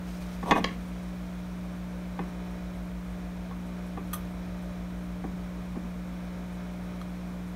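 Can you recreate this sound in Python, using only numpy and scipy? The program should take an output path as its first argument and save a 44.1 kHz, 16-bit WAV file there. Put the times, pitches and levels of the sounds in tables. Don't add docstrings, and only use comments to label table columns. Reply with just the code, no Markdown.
import sys
import numpy as np
from scipy import signal
from scipy.fft import rfft, irfft
from scipy.io import wavfile

SR = 44100
rng = np.random.default_rng(int(sys.argv[2]) if len(sys.argv) > 2 else 0)


def bounce(signal):
    frames = np.transpose(np.atleast_2d(signal))
    limited = np.clip(frames, -1, 1)
    pcm = np.round(limited * 32767).astype(np.int16)
    wavfile.write(sys.argv[1], SR, pcm)


N = 333011

# frequency in Hz, level in dB per Hz.
ROOM_HISS = [(20, -77), (45, -95), (70, -88), (80, -70), (108, -71.5), (132, -87), (155, -74), (200, -80),
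             (260, -74.5), (330, -81), (650, -77.5), (820, -84.5), (920, -82.5), (1400, -85), (1850, -89.5),
             (2400, -88), (2750, -95.5), (3600, -95), (4800, -101.6), (5400, -100.3), (6900, -102.0),
             (7700, -105.1), (9300, -103.6), (10450, -109.1), (11100, -105.7), (15500, -108.2)]
# frequency in Hz, seconds to fade by 60 dB.
ROOM_FADE = [(150, 0.78), (600, 0.18), (2000, 0.33), (5000, 0.17), (14000, 0.21)]
# frequency in Hz, relative level in dB.
FIZZ_SPECTRUM = [(3000, -20), (7000, -5), (9300, 5), (10400, -2), (11800, 3), (15500, -28)]
# time in seconds, level in dB.
DRONE_LEVEL = [(0, -46.5), (1.9, -51.5), (2.4, -45), (3.1, -42), (3.7, -55), (4.7, -48), (5.6, -48.5),
               (6.3, -55), (7.55, -57)]
# time in seconds, level in dB.
RUMBLE_LEVEL = [(0, -72), (3.8, -54), (4.2, -47.5), (4.7, -54.5), (7.55, -67)]
# pitch in Hz, relative level in dB, pitch wander in Hz.
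RUMBLE_TONES = [(29.2, -19, .4), (40.3, -7, .6), (80, -7, 1.5), (96.5, -7, 2.5), (106.5, -7, 1.5)]
# multiple of the mains frequency, level in dB.
PUMP_HUM = [(1, -45), (2, -53), (3, -38), (4, -55.6), (5, -53), (6, -62), (7, -63.5), (8, -68), (9, -63.5),
            (10, -59.5), (11, -67), (12, -62.5), (15, -66), (16, -76), (18, -72.5), (19, -83), (20, -71.5),
            (21, -70.5), (22, -73.5), (23, -84), (28, -70.5), (29, -85), (30, -76.5), (37, -73), (38, -77),
            (41, -72.5), (51, -75), (57, -76), (65, -76)]
# frequency in Hz, level in dB of each tone near it.
PUMP_BUZZ = [(700, -74.5), (1500, -73), (2400, -81), (2750, -123), (3900, -84), (4800, -93), (5500, -84.5),
             (7000, -97)]
# frequency in Hz, relative level in dB.
RUSTLE_SPECTRUM = [(300, -16), (1200, 7), (2500, 6.5), (4600, 2.5), (6200, 2), (7500, -4), (8800, 0),
                   (10400, -8.5), (13000, -4), (16000, -10)]
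SCRAPE_SPECTRUM = [(200, 1), (450, 24), (950, 28), (1250, 12), (1500, 3), (3500, 5), (4800, -8), (6000, 3),
                   (7200, -13), (8500, -3), (10500, -11), (11200, -4), (12300, -14), (13200, -9),
                   (16000, -18)]
# midpoint in seconds, length in seconds, level in dB.
SCRAPE_STROKES = [(0.490, 0.08, -31.5), (0.576, .07, -28.5)]
# start in seconds, level in dB, hardness in Hz (higher sounds brighter).
TICK_HITS = [(4.1320, -35, 15000), (4.1353, -31, 15000), (4.1412, -35, 26000), (7.0148, -37.5, 4200)]
CATCH_HITS = [(.6425, -22, 6200), (.6450, -15, 3420)]
# start in seconds, level in dB, hardness in Hz, thud level in dB.
KNOCK_HITS = [(.4290, -32, 1200, -33), (.5100, -16, 5500, -20.5), (.5170, -15.5, 2300, -45),
              (0.56, -20.5, 1300, -27.5), (2.1911, -30.5, 1900, -31.5), (3.5113, -40, 1400, -50),
              (3.9734, -33, 1260, -37.5), (5.2406, -34, 1090, -29.5), (5.7582, -42, 1200, -31)]
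# pitch in Hz, relative level in dB, seconds to fade by 60 dB.
TICK_TONES = [(1230, 2, .033), (1870, -11, .035), (2500, -13, .015), (3278, -6, .025), (4150, -9, .02),
              (5200, -20, .01), (6121, -9, .035), (6900, -22, .01), (7763, -11, .02), (8629, -6, .025),
              (10000, -14, .01), (11200, -1, .018), (12500, -6, .016), (13490, -1, .015), (13900, -2, .015),
              (14520, -6, .016), (15500, -13, .012)]
CATCH_TONES = [(510, -6, 0.021), (1064, -5, 0.029), (1450, -26, .008), (1750, -7, 0.036),
               (2170, -3.5, 0.016), (2360, -8.5, 0.0073), (2900, -1, 0.008), (3290, -2.5, 0.01),
               (3660, -10, 0.0074), (4180, -4.5, 0.0078), (4800, -5, 0.013), (5300, -9, .01),
               (6000, -10.5, 0.011), (6800, -11.5, 0.012), (9000, -17, .006), (13000, -12.5, .008)]
BODY_TONES = [(157, -5, 0.095), (205, 5, 0.082), (298, -4.5, 0.053), (333, 2.5, 0.062), (444, -8.5, 0.031)]
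CASE_TONES = [(332, -1, 0.031), (395, -16, 0.047), (458, -12, 0.11), (523, -11.5, 0.04), (652, -6.5, 0.02),
              (800, -1.5, 0.05), (1005, -1.5, 0.037), (1032, -2, 0.043), (1139, -0.5, 0.07),
              (1574, -13.5, 0.093), (1814, -6.5, 0.044), (2080, -9.5, 0.056), (2473, -15.5, 0.16),
              (2820, -13.5, 0.089), (3436, -8, 0.036), (4260, -19, 0.0089), (6200, -18.5, .015),
              (8600, -29, .015), (11000, -19, 0.018)]


def amp(db):
    return 10 ** (np.asarray(db) / 20)


def unit(x):
    return x / np.sqrt(np.mean(x ** 2) + 1e-20)


def at_hz(points, hz):
    f, value = np.transpose(points)
    return np.interp(np.log(hz + 1), np.log(f + 1), value)


def over_time(points):
    return np.interp(np.arange(N) / SR, *np.transpose(points))


def add(mix, start_s, sound):
    part = mix[max(round(start_s * SR), 0):][:len(sound)]
    part += sound[:len(part)]


def noise(spectrum):
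    gain = amp(at_hz(spectrum, np.fft.rfftfreq(N, 1 / SR))) * np.sqrt(SR / 2)
    return irfft(rfft(rng.standard_normal(N)) * gain, N)


def drift(rate):
    times = np.arange(0, N / SR + 1, 1 / 100)
    speeds = rate * np.geomspace(1 / 10, 1, 20)[:, None]
    wobble = np.sin(2 * np.pi * (speeds * times + rng.random(speeds.shape))).sum(0)
    return np.interp(np.arange(N) / SR, times, unit(wobble))


def room_echo(sound, gap_s=0.0045):
    hz, t, bands = signal.stft(rng.standard_normal(SR // 2), SR, nperseg=256)
    fade = amp(-60 * t / at_hz(ROOM_FADE, hz)[:, None])
    tail = signal.istft(bands * fade, SR, nperseg=256)[1]
    tail *= np.clip(np.arange(len(tail)) / SR / gap_s - 1 / 2, 0, 1)
    return signal.fftconvolve(sound, tail / np.linalg.norm(tail))[:N]


def bubble_fizz(per_s=9, db=-72, spread_db=3, fade_s=0.17):
    size_db = spread_db * np.minimum(rng.exponential(1, N), 3)
    bursts = amp(db + size_db) * (rng.random(N) < per_s / SR)
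    t = np.arange(SR // 4) / SR
    fade = amp(-60 * t / fade_s)
    return signal.oaconvolve(bursts, fade)[:N] * unit(noise(FIZZ_SPECTRUM))


def wavering(hz, wander_hz):
    pitch_hz = hz + wander_hz * drift(2.5)
    return np.sqrt(2) * np.sin(2 * np.pi * np.cumsum(pitch_hz) / SR)


def drone(hz=53.0, wander_hz=0.38, swell_db=1.5):
    tone = amp(over_time(DRONE_LEVEL) + swell_db * drift(1.4)) * wavering(hz, wander_hz)
    rumble = sum(amp(db) * wavering(f, wander) for f, db, wander in RUMBLE_TONES)
    return tone + amp(over_time(RUMBLE_LEVEL)) * rumble


def pump(mains_hz=59.954, hum_flutter=0.021, buzz_flutter=0.24):
    multiples = np.arange(1, 120)
    level_db = at_hz(PUMP_BUZZ, multiples * mains_hz)
    for multiple, db in PUMP_HUM:
        level_db[round(multiple) - 1] = db
    tones = np.sqrt(2) * amp(level_db) * np.exp(2j * np.pi * rng.random(len(multiples)))
    place = np.linspace(0, 1, 4097)
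    cycle = (tones[:, None] * np.exp(2j * np.pi * multiples[:, None] * place)).real
    place_now = np.arange(N) * mains_hz / SR % 1
    hum = np.interp(place_now, place, cycle[multiples <= 5].sum(0))
    buzz = np.interp(place_now, place, cycle[multiples > 5].sum(0))
    return hum * (1 + hum_flutter * drift(1.4)) + buzz * (1 + buzz_flutter * drift(4.1))


def rustle(db=-55, rise_s=0.09, fade_from_s=0.17, fade_db_per_s=10, grain_db=2.0):
    t = np.arange(N) / SR
    level_db = db - fade_db_per_s * np.maximum(t - fade_from_s, 0)
    loudness = np.minimum(t / rise_s, 1) * amp(level_db + grain_db * drift(74))
    return unit(noise(RUSTLE_SPECTRUM)) * loudness


def scrapes(grain_db=1.5):
    pressure = np.zeros(N)
    for middle_s, length_s, db in SCRAPE_STROKES:
        add(pressure, middle_s - length_s / 2, amp(db) * np.hanning(round(length_s * SR)))
    return pressure * unit(noise(SCRAPE_SPECTRUM)) * amp(grain_db * drift(46.2))


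def ring(tones, scatter, rattle, rattle_s):
    t = np.arange(SR // 4) / SR
    hz, db, fade_s = np.transpose(tones)[:, :, None]
    detune = 1 + scatter * rng.standard_normal(hz.shape)
    sign = (-1) ** np.arange(len(tones))[:, None]
    ringing = (sign * amp(db - 60 * t / fade_s) * np.sin(2 * np.pi * hz * detune * t)).sum(0)
    f = np.fft.rfftfreq(len(t), 1 / SR)
    bass_cut = f ** 2 / (f ** 2 + hz.min() ** 2)
    colour = amp(at_hz(np.array(tones)[:, :2], f)) * bass_cut
    grit = unit(irfft(rfft(rng.standard_normal(len(t))) * colour, len(t)))
    return ringing + rattle * grit * amp(-60 * t / rattle_s)


def strikes(hits, tones, scatter, rattle, rattle_s):
    out = np.zeros(N)
    for start_s, db, hardness_hz in hits:
        soften = signal.butter(2, min(hardness_hz, SR / 2 - 1000), fs=SR)
        blow = ring(tones, scatter, rattle, rattle_s)
        add(out, start_s, amp(db) * signal.lfilter(*soften, blow))
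    return out


def slip_hits(count=5, offset_db=-1.5, spread_db=2, hardness_hz=890):
    hits = []
    for middle_s, length_s, db in SCRAPE_STROKES:
        places = (np.arange(count) + rng.random(count)) / count - 1 / 2
        sizes_db = db + offset_db - spread_db * rng.standard_normal(count)
        hits += [(middle_s + length_s * at, size, hardness_hz) for at, size in zip(places, sizes_db)]
    return hits


def body_thuds(lag_s=0.00888, muffle_hz=600):
    out = np.zeros(N)
    for start_s, _, _, db in KNOCK_HITS:
        add(out, start_s + lag_s, amp(db) * ring(BODY_TONES, scatter=0.088, rattle=1.0, rattle_s=0.041))
    return signal.sosfilt(signal.butter(2, muffle_hz, fs=SR, output="sos"), out)


def case_knocks(bounce_s=0.004, bounce_db=-6):
    hits = []
    for start_s, db, hardness_hz, _ in KNOCK_HITS:
        hits += [(start_s, db, hardness_hz), (start_s + bounce_s, db + bounce_db, hardness_hz)]
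    return strikes(hits + slip_hits(), CASE_TONES, scatter=0.015, rattle=0.8, rattle_s=0.03)


def scene():
    knocks = case_knocks() + body_thuds()
    clack = strikes(CATCH_HITS, CATCH_TONES, scatter=0.0084, rattle=1.0, rattle_s=0.008)
    ticks = strikes(TICK_HITS, TICK_TONES, scatter=0.0014, rattle=0.56, rattle_s=0.075)
    echoes = room_echo(amp(-9.0) * knocks + amp(-7.5) * clack + amp(-9.0) * ticks)
    steady = pump() + drone() + noise(ROOM_HISS) + bubble_fizz()
    return (steady + rustle() + scrapes() + knocks + clack + ticks + echoes)[None]


def record(dry):
    treble_cut = signal.firwin(1023, cutoff=15740, window=("kaiser", 9), fs=SR)
    return signal.oaconvolve(dry, treble_cut[None], "same")


dry = scene()
out = record(dry)
bounce(out)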